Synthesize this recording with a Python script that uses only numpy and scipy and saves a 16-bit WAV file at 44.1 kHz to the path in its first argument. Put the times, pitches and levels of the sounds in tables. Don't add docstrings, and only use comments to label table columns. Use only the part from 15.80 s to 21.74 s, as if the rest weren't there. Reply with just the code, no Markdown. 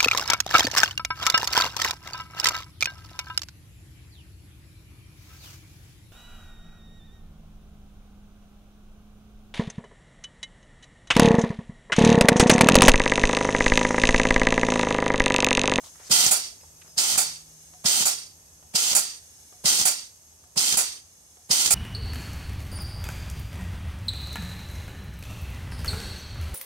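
import sys
import numpy as np
from scipy import signal
from scipy.fft import rfft, irfft, next_fast_len
from scipy.io import wavfile
from scipy.ndimage import uniform_filter1d

SR = 44100
rng = np.random.default_rng(int(sys.argv[2]) if len(sys.argv) > 2 else 0)


def unload_audio(sound):
    columns = np.transpose(np.atleast_2d(sound))
    steps = np.round(np.clip(columns, -1, 1) * 32767)
    wavfile.write(sys.argv[1], SR, steps.astype(np.int16))


N = 262042
T = np.arange(N) / SR
FFT_LENGTH = next_fast_len(N)
HZ = np.fft.rfftfreq(FFT_LENGTH, 1 / SR)

# (relative, per Hz)
RUMBLE_COLOUR = [(20, -31), (40, -13), (80, -4.5), (130, -13.5), (220, -16.5), (450, -19), (800, -19.5),
                 (1300, -24.5), (2200, -35), (4000, -50), (6000, -63)]
LEAK_COLOUR = [(880, -44), (1500, -18), (2130, -18.5), (3010, -17), (4810, -15.5), (5110, -9), (5740, -9.5),
               (6460, -5), (7260, -10), (11900, -14.5), (15600, -29)]
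SNAP_COLOUR = [(150, -9), (350, -1), (1300, -3), (2000, -13), (3200, -13), (6000, -20), (15600, -40)]
PUFF_COLOUR = [(59, -61.5), (100, -41), (713, -8), (1160, -13), (1430, -4), (1660, -17), (2480, -7.5),
               (3070, -30), (3630, -41), (6160, -8), (7770, 2), (10700, -4), (15600, -12.5)]
BLEED_COLOUR = [(88, -50.5), (150, -22.5), (428, -18.5), (530, -24.5), (608, -20.5), (1300, -15.5),
                (1700, -17), (4160, -6.5), (4590, -2), (5050, -7.5), (5360, -3), (8380, -8.5), (15600, -28)]
CRACK_COLOUR = [(300, -3.5), (1000, -10.5), (3500, 1), (6500, 11.5), (10000, -8), (15600, -14.5)]
KNOCK_COLOUR = [(200, -2), (500, -2), (800, 1), (2000, 0.5), (4000, -6.5), (15600, -40)]
SLIDE_COLOUR = [(150, -6), (400, 2.5), (1200, -6), (2500, -8.5), (5000, -9), (9000, -4), (15600, -22)]
SURGE_COLOUR = [(300, -30), (800, -17.5), (2500, -24), (3500, -12.5), (4500, -5.5), (5050, 3), (5700, -6),
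                (9000, -13), (15600, -43)]
VENT_COLOUR = [(35, -71), (60, -34), (216, -16), (522, -19), (1320, -14.5), (1600, -16), (4760, -3),
               (5230, -3), (7410, -1), (8720, -4), (10300, -8.5), (14500, -16), (15600, -20)]
HOLLOW_COLOUR = [(400, -29.5), (650, -10), (750, -2), (880, -4), (1100, -16.5), (1410, -3.5), (1650, -19),
                 (3000, -49)]
# pitch_hz, width_hz (at half the boost in dB), boost_db
FITTING_PEAKS = [(5060, 170, 2.1), (6370, 390, 4.8), (8200, 610, 5.2), (11400, 200, 1.6), (11370, 430, 5.3)]
NOZZLE_PEAKS = [(6870, 490, 7.1), (8100, 210, 3.1), (9040, 140, 2.4), (10580, 370, 6.3)]
PASSAGE_PEAKS = [(1980, 450, 5.9), (4560, 28, 3.1), (4720, 95, 5.8), (5430, 130, 4.5), (6120, 140, 5.5),
                 (7000, 69, 1.9), (8560, 290, 9.6)]
MUFFLER_PEAKS = [(720, 12, 1.3), (1400, 94, 5.5), (2110, 410, 3), (2560, 93, 2.9), (3180, 170, 5.3),
                 (4690, 170, 6.2), (6000, 190, 3.3), (7230, 220, 1.7), (8770, 290, 4.7)]
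# pitch_hz, left_minus_right_db
PUMP_SHADE = [(300, 0), (800, 1), (2500, -0.5), (3500, -1.5), (4700, -4), (6200, 2.5), (7000, -4),
              (8000, -9.5), (9000, -16), (10500, -9.5), (13000, -16.5), (15500, -11)]
LEAK_SHADE = [(500, 3), (4000, 1), (5200, 3.5), (6300, 5.5), (7200, -4), (8200, -11), (10000, -10),
              (12000, -11), (14000, -10)]
# pitch_hz, correlation (0 to 1)
PORT_LIKENESS = [(30, 1), (150, 0.9), (700, 0.77), (1400, 0.61), (2500, 0.75), (5000, 0.44), (15000, 0.24)]
# time_s, level_db
HUM_CURVE = [(0, -67.5), (.75, -73), (.95, -65.5), (1.5, -62), (2.7, -72), (4.2, -80)]
LEAK_CURVE = [(.15, -51.5), (.95, -55), (1.85, -53.5), (2.75, -57), (3.65, -53.5), (4.55, -57.5),
              (5.5, -57)]
# start_s, level_db, length_s, centre_hz, width_octaves
RUSTLES = [(0.035, -56.5, .041, 796, 1.25), (0.045, -49, 0.031, 5200, 1.7), (0.151, -57.5, .005, 1390, 1.2),
           (0.192, -58.5, 0.12, 1100, 2.5), (0.249, -48, 0.037, 5800, 0.93), (0.729, -66, 0.012, 650, 0.36),
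           (0.81, -60, .004, 2220, 0.99), (0.833, -55, .0068, 730, 1.15), (1.016, -55.5, 0.007, 2300, 1.6),
           (1.05, -61.5, 0.032, 790, 2.4)]
# start_s, length_s, level_db
WHISTLES = [(.81, .03, -55), (1.077, 0.061, -57)]
# muffler_opens_s, vent_db, slam_db, piston_lands_after_s, landing_crack_db,
# bounce_crack_db, puff_db, tick_db
STROKES = [(.3125, -19, -28, 0.15, -17, -30, -19.5, -53), (1.179, -24, -44, 0.16, -33, -41, -20, -64),
           (2.0576, -21.5, -26.5, 0.15, -32, -37, -20.5, -50.5),
           (2.953, -23.5, -30.5, 0.16, -24, -27, -19, -56),
           (3.8555, -21, -27, 0.14, -22, -23, -19.5, -52.5),
           (4.774, -23, -30.5, 0.15, -20.5, -26, -20, -56),
           (5.709, -22.5, -29.5, .1503, -21, -24, -18.5, -56)]

LEFT_LAG_S, ECHO_DB, ECHO_T60_S = 0.0002, -15, 0.039
DRIFT_S = 1.8
TOP_HZ = 15700
RUMBLE_DB, RUMBLE_FADE_DB_PER_S = -60, -0.73
HUM_HZ, WHISTLE_HZ = 158, 5200
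TICK_LEAD_S, LEAD_GROWTH, PUFF_AFTER_S = .1135, .0047, .1972
CYLINDER_HZ, CYLINDER_T60_S = 727, .17
RING_OVER_TICK_DB, BLEED_UNDER_PUFF_DB, PUFF_THUD_DB = 2, -6.5, -40.5
BOUNCE_AFTER_S = .016
LANDING_KNOCK_DB, LANDING_THUD_DB, BOUNCE_KNOCK_DB, BOUNCE_THUD_DB = -46, -39, -36.5, -39.5
SURGE_DB, SLIDE_UNDER_SLAM_DB, SAG_DB_PER_S = -21.5, -8.5, -11.5
HOLLOW_VENT_DB, HOLLOW_PUFF_DB, HOLLOW_FADE_DB_PER_S = -19.5, -15, -1.4


def undb(db):
    return 10 ** (np.asarray(db) / 20)


def across(table):
    hz, value = np.transpose(table)
    return np.interp(np.log(HZ + 1), np.log(hz), value)


def bounces():
    t = np.arange(int(.03 * SR)) / SR
    path = undb(ECHO_DB - 60 * t / ECHO_T60_S) * rng.standard_normal(len(t))
    path[0] = 1
    comb = rfft(path, FFT_LENGTH)
    broad_power = uniform_filter1d(np.abs(comb) ** 2, size=N // 60)
    return comb / np.sqrt(broad_power)


def hiss(colour, peaks=(), shade=PUMP_SHADE, lag_s=LEFT_LAG_S):
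    db = across(colour)
    for hz, width, boost in peaks:
        db = db + boost / (1 + (2 * (HZ - hz) / width) ** 2)

    right, other = rfft(rng.standard_normal((2, FFT_LENGTH)))
    alike = np.clip(across(PORT_LIKENESS), 0, 1)
    left = alike * right + np.sqrt(1 - alike ** 2) * other
    left = left * np.exp(-2j * np.pi * HZ * lag_s)

    left_share = 1 / (1 + undb(-2 * across(shade)))
    apart = np.clip((HZ / 2400) ** 2, 0, 1)
    left = left * (1 - apart + apart * bounces()) * np.sqrt(left_share)
    right = right * (1 - apart + apart * bounces()) * np.sqrt(1 - left_share)

    noise = irfft(undb(db) * np.array([left, right]), FFT_LENGTH)[:, :N]
    return noise / np.sqrt(np.mean(noise.mean(0) ** 2))


def drifting(*colour):
    turn = np.pi * T / DRIFT_S
    return np.cos(turn) * hiss(*colour) + np.sin(turn) * hiss(*colour)


def flutter(rate_hz, spread_db):
    step = int(SR / rate_hz)
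    held = np.repeat(rng.standard_normal(N // step + 1), step)
    return undb(spread_db * uniform_filter1d(held, step)[:N])


def burst(at, rise_s, hold_s, t60_s):
    out = np.zeros(N)
    first = max(int((at - 2 * rise_s) * SR), 0)
    heard = slice(first, int((at + hold_s + 2 * t60_s) * SR))
    t = T[heard] - at
    swell_db = np.minimum(60 * t / rise_s, 0)
    fade_db = 60 * np.maximum(t - hold_s, 0) / t60_s
    out[heard] = undb(swell_db - fade_db)
    return out


def ring(at, hz, t60_s):
    t = np.maximum(T - at, 0)
    return np.sin(2 * np.pi * hz * t) * undb(-60 * t / t60_s)


def thud(at, hz, width_s):
    t = T - at
    window = np.exp(-(t / width_s) ** 2)
    jolt = np.cos(2 * np.pi * hz * t + 0.89) * window
    return jolt - window * jolt.sum() / window.sum()


def surroundings():
    hum_level = undb(np.interp(T, *np.transpose(HUM_CURVE))) * flutter(5.83, 2.3)
    hum = hum_level * np.sqrt(2) * np.sin(2 * np.pi * HUM_HZ * T)
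    rumble_level = undb(RUMBLE_DB + RUMBLE_FADE_DB_PER_S * T) * flutter(2.03, 0.8)
    drone = [(81, 7.6, 3.3)]
    rumble_shade = [(20, 0.045), (4000, 0.57)]
    return rumble_level * hiss(RUMBLE_COLOUR, drone, rumble_shade, 0) + hum


def hands():
    out = 0
    for at, level_db, length_s, hz, octaves in RUSTLES:
        edges = hz * 2 ** (np.array([-.5, .5]) * octaves)
        band = signal.butter(2, edges, "band", fs=SR, output="sos")
        mid, side = signal.sosfilt(band, rng.standard_normal((2, SR * 3 // 2)))
        rub = np.pad([mid + 0.83 * side, mid - 0.45 * side], ((0, 0), (0, N - len(mid))))
        envelope = burst(at, length_s + .005, length_s, 2 * length_s + .03)
        out = out + undb(level_db) * envelope * rub / mid.std()
    return out * flutter(140, 2.6)


def whistles():
    swell = sum(undb(level_db) * burst(at, .04, length_s, .08) for at, length_s, level_db in WHISTLES)
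    lag_s = np.array([[LEFT_LAG_S / 4], [0]])
    return swell * flutter(80, 1.2) * np.sin(2 * np.pi * WHISTLE_HZ * (T - lag_s))


def leak():
    level_db = np.interp(T, *np.transpose(LEAK_CURVE))
    return undb(level_db) * flutter(18, 0.41) * drifting(LEAK_COLOUR, FITTING_PEAKS, LEAK_SHADE)


def pilot():
    snap, rings, puff, bleed, hollow, low = 0, 0, 0, 0, 0, 0
    for opens, *_, puff_db, tick_db in STROKES:
        tick = opens - TICK_LEAD_S - LEAD_GROWTH * opens
        snap = snap + undb(tick_db) * burst(tick + .001, .004, .003, .035)
        build_up = burst(tick + 0.016, 0.033, 9, 1)
        struck = build_up * ring(tick, CYLINDER_HZ, CYLINDER_T60_S)
        rings = rings + undb(tick_db + RING_OVER_TICK_DB) * struck

        at = opens + PUFF_AFTER_S
        opening = undb(puff_db) * burst(at + .001, .008, 9, 1)
        puff = puff + opening * burst(at, .03, .022, 0.21)
        hollow_gain = undb(HOLLOW_PUFF_DB + HOLLOW_FADE_DB_PER_S * at)
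        hollow = hollow + hollow_gain * opening * burst(at, .03, 0.016, 0.24)
        bleed_shape = burst(at + 0.0022, 0.047, 0.028, 0.55) * burst(at + .002, 0.047, 0.19, 0.67)
        bleed = bleed + undb(puff_db + BLEED_UNDER_PUFF_DB) * bleed_shape
        low = low + undb(PUFF_THUD_DB) * thud(at + 0.00092, 184, 0.0045)

    puffs = puff * flutter(200, 1.0) * drifting(PUFF_COLOUR, NOZZLE_PEAKS) + hollow * hiss(HOLLOW_COLOUR)
    ticks = snap * hiss(SNAP_COLOUR) + rings * flutter(60, 1.3)
    bleeds = bleed * flutter(50, 0.99) * drifting(BLEED_COLOUR, PASSAGE_PEAKS)
    return ticks + puffs + bleeds + low


def piston():
    crack, knock, low = 0, 0, 0
    for opens, _, _, lands_after_s, landing_db, bounce_db, *_ in STROKES:
        lands = opens + lands_after_s
        landing = lands, landing_db, LANDING_KNOCK_DB, LANDING_THUD_DB
        bounce = lands + BOUNCE_AFTER_S, bounce_db, BOUNCE_KNOCK_DB, BOUNCE_THUD_DB
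        for at, crack_db, knock_db, thud_db in (landing, bounce):
            crack = crack + undb(crack_db) * burst(at + .001, .004, .002, .035)
            knock = knock + undb(knock_db) * burst(at + .001, .004, .003, .05)
            low = low + undb(thud_db) * thud(at + 0.0025, 150, 0.0033)
    return crack * hiss(CRACK_COLOUR) + knock * hiss(KNOCK_COLOUR) + low


def exhaust():
    vent, hollow, surge, slide, low = 0, 0, 0, 0, 0
    for at, vent_db, slam_db, lands_after_s, *_ in STROKES:
        slide = slide + undb(slam_db + SLIDE_UNDER_SLAM_DB) * burst(at - .013, 0.016, 0.0092, .02)
        low = low + undb(slam_db) * thud(at - .004, 177, 0.0041)
        surge = surge + undb(SURGE_DB) * burst(at + .002, .025, 0.0074, 0.11)

        opening = burst(at + .002, .025, 9, 1)
        sag = undb(SAG_DB_PER_S * np.maximum(T - at, 0))
        choke = burst(at, .01, lands_after_s + 0.0048, 0.58) * burst(at, .01, 0.18, 0.22)
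        flow = undb(vent_db) * opening * sag * np.where(T < at, 1, choke)
        vent = vent + flow
        hollow = hollow + undb(HOLLOW_VENT_DB + HOLLOW_FADE_DB_PER_S * at) * flow

    sputter = flutter(60, .8) * flutter(900, 1.3)
    roar = sputter * vent * drifting(VENT_COLOUR, MUFFLER_PEAKS) + hollow * hiss(HOLLOW_COLOUR)
    return roar + surge * drifting(SURGE_COLOUR) + slide * hiss(SLIDE_COLOUR) + low


def scene():
    booster = exhaust() + piston() + pilot()
    return booster + leak() + surroundings() + hands() + whistles()


def record(dry):
    thin = signal.sosfilt(signal.butter(2, 35, "high", fs=SR, output="sos"), dry)
    return signal.sosfilt(signal.ellip(10, .2, 75, TOP_HZ, fs=SR, output="sos"), thin)


dry = scene()
out = record(dry)
unload_audio(out)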